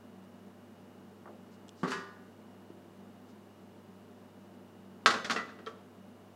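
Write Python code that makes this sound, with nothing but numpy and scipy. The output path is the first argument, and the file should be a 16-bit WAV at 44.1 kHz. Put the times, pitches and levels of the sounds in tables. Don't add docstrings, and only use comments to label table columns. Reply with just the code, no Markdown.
import sys
import numpy as np
from scipy import signal
from scipy.fft import rfft, irfft
from scipy.io import wavfile

SR = 44100
rng = np.random.default_rng(int(sys.argv[2]) if len(sys.argv) > 2 else 0)


def generate_wav(signal):
    frames = np.transpose(np.atleast_2d(signal))
    scaled = np.clip(frames, -1, 1) * 32767
    pcm = np.round(scaled).astype(np.int16)
    wavfile.write(sys.argv[1], SR, pcm)


N = 280035
TAPS = 8192
HZ = np.fft.rfftfreq(TAPS, 1 / SR)


def gain_of(db):
    return 10 ** (np.asarray(db) / 20)


def unit_rms(x):
    return x / np.sqrt(np.mean(x ** 2) + 1e-20)


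def curve(points, hz):
    point_hz, value = np.transpose(points)
    return np.interp(np.log(hz + 1), np.log(point_hz + 1), value)


def add(mix, start_s, sound):
    part = mix[round(start_s * SR):][:len(sound)]
    part += sound[:len(part)]


def eq(x, curve_db):
    log_gain = np.log(gain_of(np.maximum(curve_db, -100)))
    mirrored = np.concatenate([log_gain, log_gain[-2:0:-1]])
    kernel = np.fft.ifft(np.exp(np.conj(signal.hilbert(mirrored)))).real
    return signal.fftconvolve(x, kernel[:TAPS // 2])[:len(x)]


def bell(centre_hz, octaves):
    return -3 * (np.log2((HZ + 1) / centre_hz) / octaves) ** 2


def shelves(bass_db, treble_db, bass_hz=650, treble_hz=2600):
    return bass_db / (1 + (HZ / bass_hz) ** 4) + treble_db / (1 + (treble_hz / (HZ + 1)) ** 4)


def damped(x, decay):
    hz, t, bands = signal.stft(x, SR, nperseg=256)
    fade = gain_of(-60 * t / curve(decay, hz)[:, None])
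    return signal.istft(bands * fade, SR, nperseg=256)[1][:len(x)]


def steady_noise(gain):
    spectrum = rfft(rng.standard_normal(N)) * gain(np.fft.rfftfreq(N, 1 / SR))
    return unit_rms(irfft(spectrum, N))


def tap(colour_db, decay_s):
    envelope = np.exp(-np.arange(TAPS) / SR / decay_s)
    sound = eq(rng.standard_normal(TAPS) * envelope, colour_db)
    return sound / abs(sound).max()


def struck(hits, colour, decay, modes, crack_s=0.0009, swell_s=0.0022):
    out, t = np.zeros(N), np.arange(SR) / SR
    body_db = curve(colour, HZ)
    body_db -= 10 * np.log10(np.mean(gain_of(body_db) ** 2))
    clear = sum((-1) ** k * gain_of(db - 60 * t / t60_s) * np.sin(2 * np.pi * hz * t)
                for k, (hz, db, t60_s) in enumerate(modes))
    burst = np.exp(-(t / crack_s) ** 2)
    for start_s, level_db, bass_db, treble_db, slide in hits:
        crack_db, clear_db = 10 - 23 * slide, 2 - 16.5 * slide
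        attack = 1 - np.exp(-t / max(swell_s * slide, 1e-4))
        crack = eq(burst * rng.choice([-1., 1.], SR), body_db)
        crack *= gain_of(crack_db) * np.linalg.norm(burst) / np.linalg.norm(crack)
        dense = eq(damped(rng.choice([-1., 1.], SR), decay), body_db)
        sound = crack + attack * (dense + gain_of(clear_db) * clear)
        add(out, start_s, gain_of(level_db) * eq(sound, shelves(bass_db, treble_db)))
    return out


def room(x, delay_s=0.0025, build_s=0.0025):
    # band_hz, t60_s
    decay = [(150, 0.53), (500, 0.74), (1500, 0.54), (4000, 0.54), (8000, 0.41), (15000, 0.65)]
    t = np.arange(SR) / SR
    attack = 1 - np.exp(-np.maximum(t - delay_s, 0) / build_s)
    tail = damped(rng.standard_normal(SR), decay) * attack
    return signal.fftconvolve(x, tail / np.linalg.norm(tail))[:N]


def fan_air(bed_db=-58):
    # band_hz, relative_db
    colour = [(20, -39), (60, -23.5), (100, -11.5), (125, -6), (150, 0), (175, -1), (240, 1.5), (295, -1.5),
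              (400, 2.5), (500, -3), (800, -5), (1400, -11.5), (2200, -19), (4500, -25.5), (9000, -31),
              (15500, -32.5)]
    # pitch_hz, half_width_hz, level_db
    resonances = [(191.2, 3.4, -60.5), (211.5, 6, -65), (240.4, 16.3, -61), (342.7, 14.5, -67),
                  (446, 17, -71.5), (2810, 108, -83.5)]
    air = gain_of(bed_db) * steady_noise(lambda f: gain_of(curve(colour, f)))
    for pitch_hz, half_width_hz, level_db in resonances:
        air += gain_of(level_db) * steady_noise(lambda f: 1 / (1 + ((f - pitch_hz) / half_width_hz) ** 2))
    return air


def machine_hum(waver_rad=0.041, waver_hz=3):
    # pitch_hz, level_db
    tones = [(100, -65.5), (599, -70), (700, -76), (2897, -81.5), (2993, -89), (3717, -90.5)]
    t = np.arange(N) / SR
    lowest_hz = tones[0][0]
    drift = waver_rad * steady_noise(lambda f: np.exp(-(f / waver_hz) ** 2)) / lowest_hz
    return sum(gain_of(db) * np.sqrt(2) * np.sin(hz * (2 * np.pi * t + drift)) for hz, db in tones)


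def hand_rubs():
    # start_s, level_db, length_s
    rubs = [(1.5, -72.5, .076), (1.748, -67, 0.12), (3.274, -72, .056)]
    out, t = np.zeros(N), np.arange(TAPS) / SR
    for start_s, level_db, length_s in rubs:
        hiss = unit_rms(eq(rng.standard_normal(TAPS), bell(centre_hz=4800, octaves=0.44)))
        swell = np.sin(np.pi * np.minimum(t / length_s, 1))
        add(out, start_s, gain_of(level_db) * hiss * swell)
    return out


def hand_nudges():
    # start_s, peak_db, centre_hz, decay_s
    nudges = [(1.256, -41.5, 755, .01), (1.274, -42, 786, 0.017), (1.289, -45, 370, .049),
              (2.701, -37.5, 240, 0.0033)]
    out = np.zeros(N)
    for start_s, peak_db, centre_hz, decay_s in nudges:
        add(out, start_s, gain_of(peak_db) * tap(bell(centre_hz, octaves=0.57), decay_s))
    return out


def switch_clicks():
    # start_s, peak_db
    clicks = [(1.6825, -47), (1.692, -40)]
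    # band_hz, relative_db
    colour = [(1500, -20), (2400, -7), (3300, 1), (4600, -11), (6000, -3), (7800, -5), (10000, -19),
              (15000, -30)]
    out = np.zeros(N)
    for start_s, peak_db in clicks:
        add(out, start_s, gain_of(peak_db) * tap(curve(colour, HZ), decay_s=0.0016))
    return out


def metalware_jangle():
    # start_s, level_db, bass_db, treble_db, slide
    hits = [(1.905, -43, -8, 6.5, 0.8), (1.9185, -36.5, -8, -2.5, 0.09)]
    # band_hz, relative_db
    colour = [(100, -33), (350, -19), (650, -13), (1100, 5), (1700, 0), (2300, -4.5), (3400, -8.5),
              (4700, -12), (7000, -14.5), (10000, -24.5), (15500, -43)]
    # band_hz, t60_s
    decay = [(300, 0.089), (1400, 0.25), (4000, 0.23), (12000, 0.17)]
    # pitch_hz, level_db, t60_s
    modes = [(902, -16, 0.6), (1000, -14, 0.37), (1020, -0.5, 0.22), (1195, -7, .76), (1464, -7.5, .8),
             (1646, -10, .4), (1680, -8, .68), (1803, -11, .48), (1895, -11, .53), (2610, -9, 0.31),
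             (2972, -12, 0.36), (4730, -12, 0.21), (5464, -20, 0.19)]
    return struck(hits, colour, decay, modes)


def counter_bump():
    # start_s, level_db, bass_db, treble_db, slide
    hits = [(1.832, -31, -1, -8.5, 0.11), (1.875, -38, -6, 3.5, 0.9)]
    # band_hz, relative_db
    colour = [(60, -30), (120, -14), (180, 3), (400, 3.5), (540, -6), (800, -9), (1150, -3.5), (1600, -6.5),
              (2300, -18), (4800, -20), (9000, -33), (15500, -49)]
    # band_hz, t60_s
    decay = [(200, 0.18), (1200, 0.41), (5000, 0.53), (14000, 0.21)]
    # pitch_hz, level_db, t60_s
    modes = [(178.3, 1.5, 0.26), (258, -1.5, 0.1), (394, -6, 0.57), (980, -15, .23), (1156, -4.5, 0.18),
             (1236, -13, .4), (4740, -22, 0.15)]
    return struck(hits, colour, decay, modes)


def portafilter(seated_s=5.356, wedged_s=5.63):
    # start_s, level_db, bass_db, treble_db, slide
    hits = [(5.06, -17.5, -6.5, 1, .13), (5.0668, -31, -1.5, 0, 0.27), (5.104, -27.5, -1, 2, 0.51),
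            (5.141, -29, -7, -6.5, 0.27), (5.2446, -33.5, 0, 2.5, 0.77), (5.2981, -25.5, -5, -4.5, 0.23),
            (5.3078, -32, -0.5, 8.5, 0.47), (5.349, -52, 16, -16, 0.076), (5.3624, -31, -3, -4.5, 0.14),
            (5.384, -31, -20, -16, .5), (5.49, -46, -3, -7, .6), (5.587, -49, 8, -10, 0.75),
            (5.663, -50.5, -8, -3, 0.024), (5.669, -40.5, 2, -7.5, 0.31)]
    # band_hz, relative_db
    colour = [(60, -18), (130, -16.5), (220, -4), (320, -6), (440, -8), (600, -4), (900, -10), (1250, 5),
              (1800, 0), (2400, -7), (3700, -6), (5500, -13.5), (9000, -26.5), (15500, -46)]
    # band_hz, t60_s
    decay = [(200, 0.6), (600, 0.34), (1400, 0.11), (3500, 0.11), (7000, 0.18), (14000, 0.071)]
    # pitch_hz, level_db, t60_s
    loose_modes = [(192, -24.5, 0.26), (234, -15, 0.61), (442.7, -9, .25), (811, -17, 0.33),
                   (1060, -18.5, 0.28), (1125, -9.5, 0.325), (1173, -20, 0.296), (1303, -12, .28),
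                   (1285, -12, 0.16), (1450, -17, 0.24), (1430, -17, 0.28), (1566, -10.5, 0.17),
                   (1720, -17, 0.15), (1958, -21, .26), (2420, -23.5, 0.19), (2770, -16, .08),
                   (3040, -27, 0.14), (3387, -19, .16), (3620, -14, 0.11), (3840, -27, .18),
                   (4161, -26, .3), (4393, -25.5, 0.21), (4470, -16, 0.26), (5530, -21, 0.15),
                   (6300, -23, .18)]
    # pitch_hz, level_db, t60_s
    seated_modes = [(440, -1, 0.17), (725, -1.5, 0.07), (1351, -10.5, 0.41), (1760, -13, 0.22),
                    (1990, -5.5, 0.25), (1895, -6.5, 0.21), (2530, -7, 0.089), (2700, 0, 0.058),
                    (3250, -26, 0.15), (3330, -24, 0.18)]
    # pitch_hz, level_db, t60_s
    wedged_modes = [(189.7, -11, 0.44), (445.3, 5.5, 0.15), (1150, 0.5, 0.14), (1335, 0.5, 0.087),
                    (1460, -14, 0.24), (3204, 5, 0.061), (3900, 0, 0.089)]
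    stages = [(0, seated_s, loose_modes), (seated_s, wedged_s, seated_modes),
              (wedged_s, np.inf, wedged_modes)]
    out = np.zeros(N)
    for start_s, end_s, modes in stages:
        stage_hits = [hit for hit in hits if start_s <= hit[0] < end_s]
        out += struck(stage_hits, colour, decay, modes)
    return out


def scene(near_send_db=-10, far_send_db=-7, low_cut_hz=95):
    near = portafilter()
    far = counter_bump() + metalware_jangle()
    reverb = room(gain_of(near_send_db) * near + gain_of(far_send_db) * far)
    handling = switch_clicks() + hand_nudges() + hand_rubs()
    low_cut = signal.butter(2, low_cut_hz, "high", fs=SR, output="sos")
    foley = signal.sosfilt(low_cut, near + far + reverb + handling)
    return (foley + fan_air() + machine_hum())[None]


def record(dry, high_cut_hz=15850):
    high_cut = signal.firwin(511, high_cut_hz, window=("kaiser", 9), fs=SR)
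    return signal.oaconvolve(dry, high_cut[None], "same")


dry = scene()
out = record(dry)
generate_wav(out)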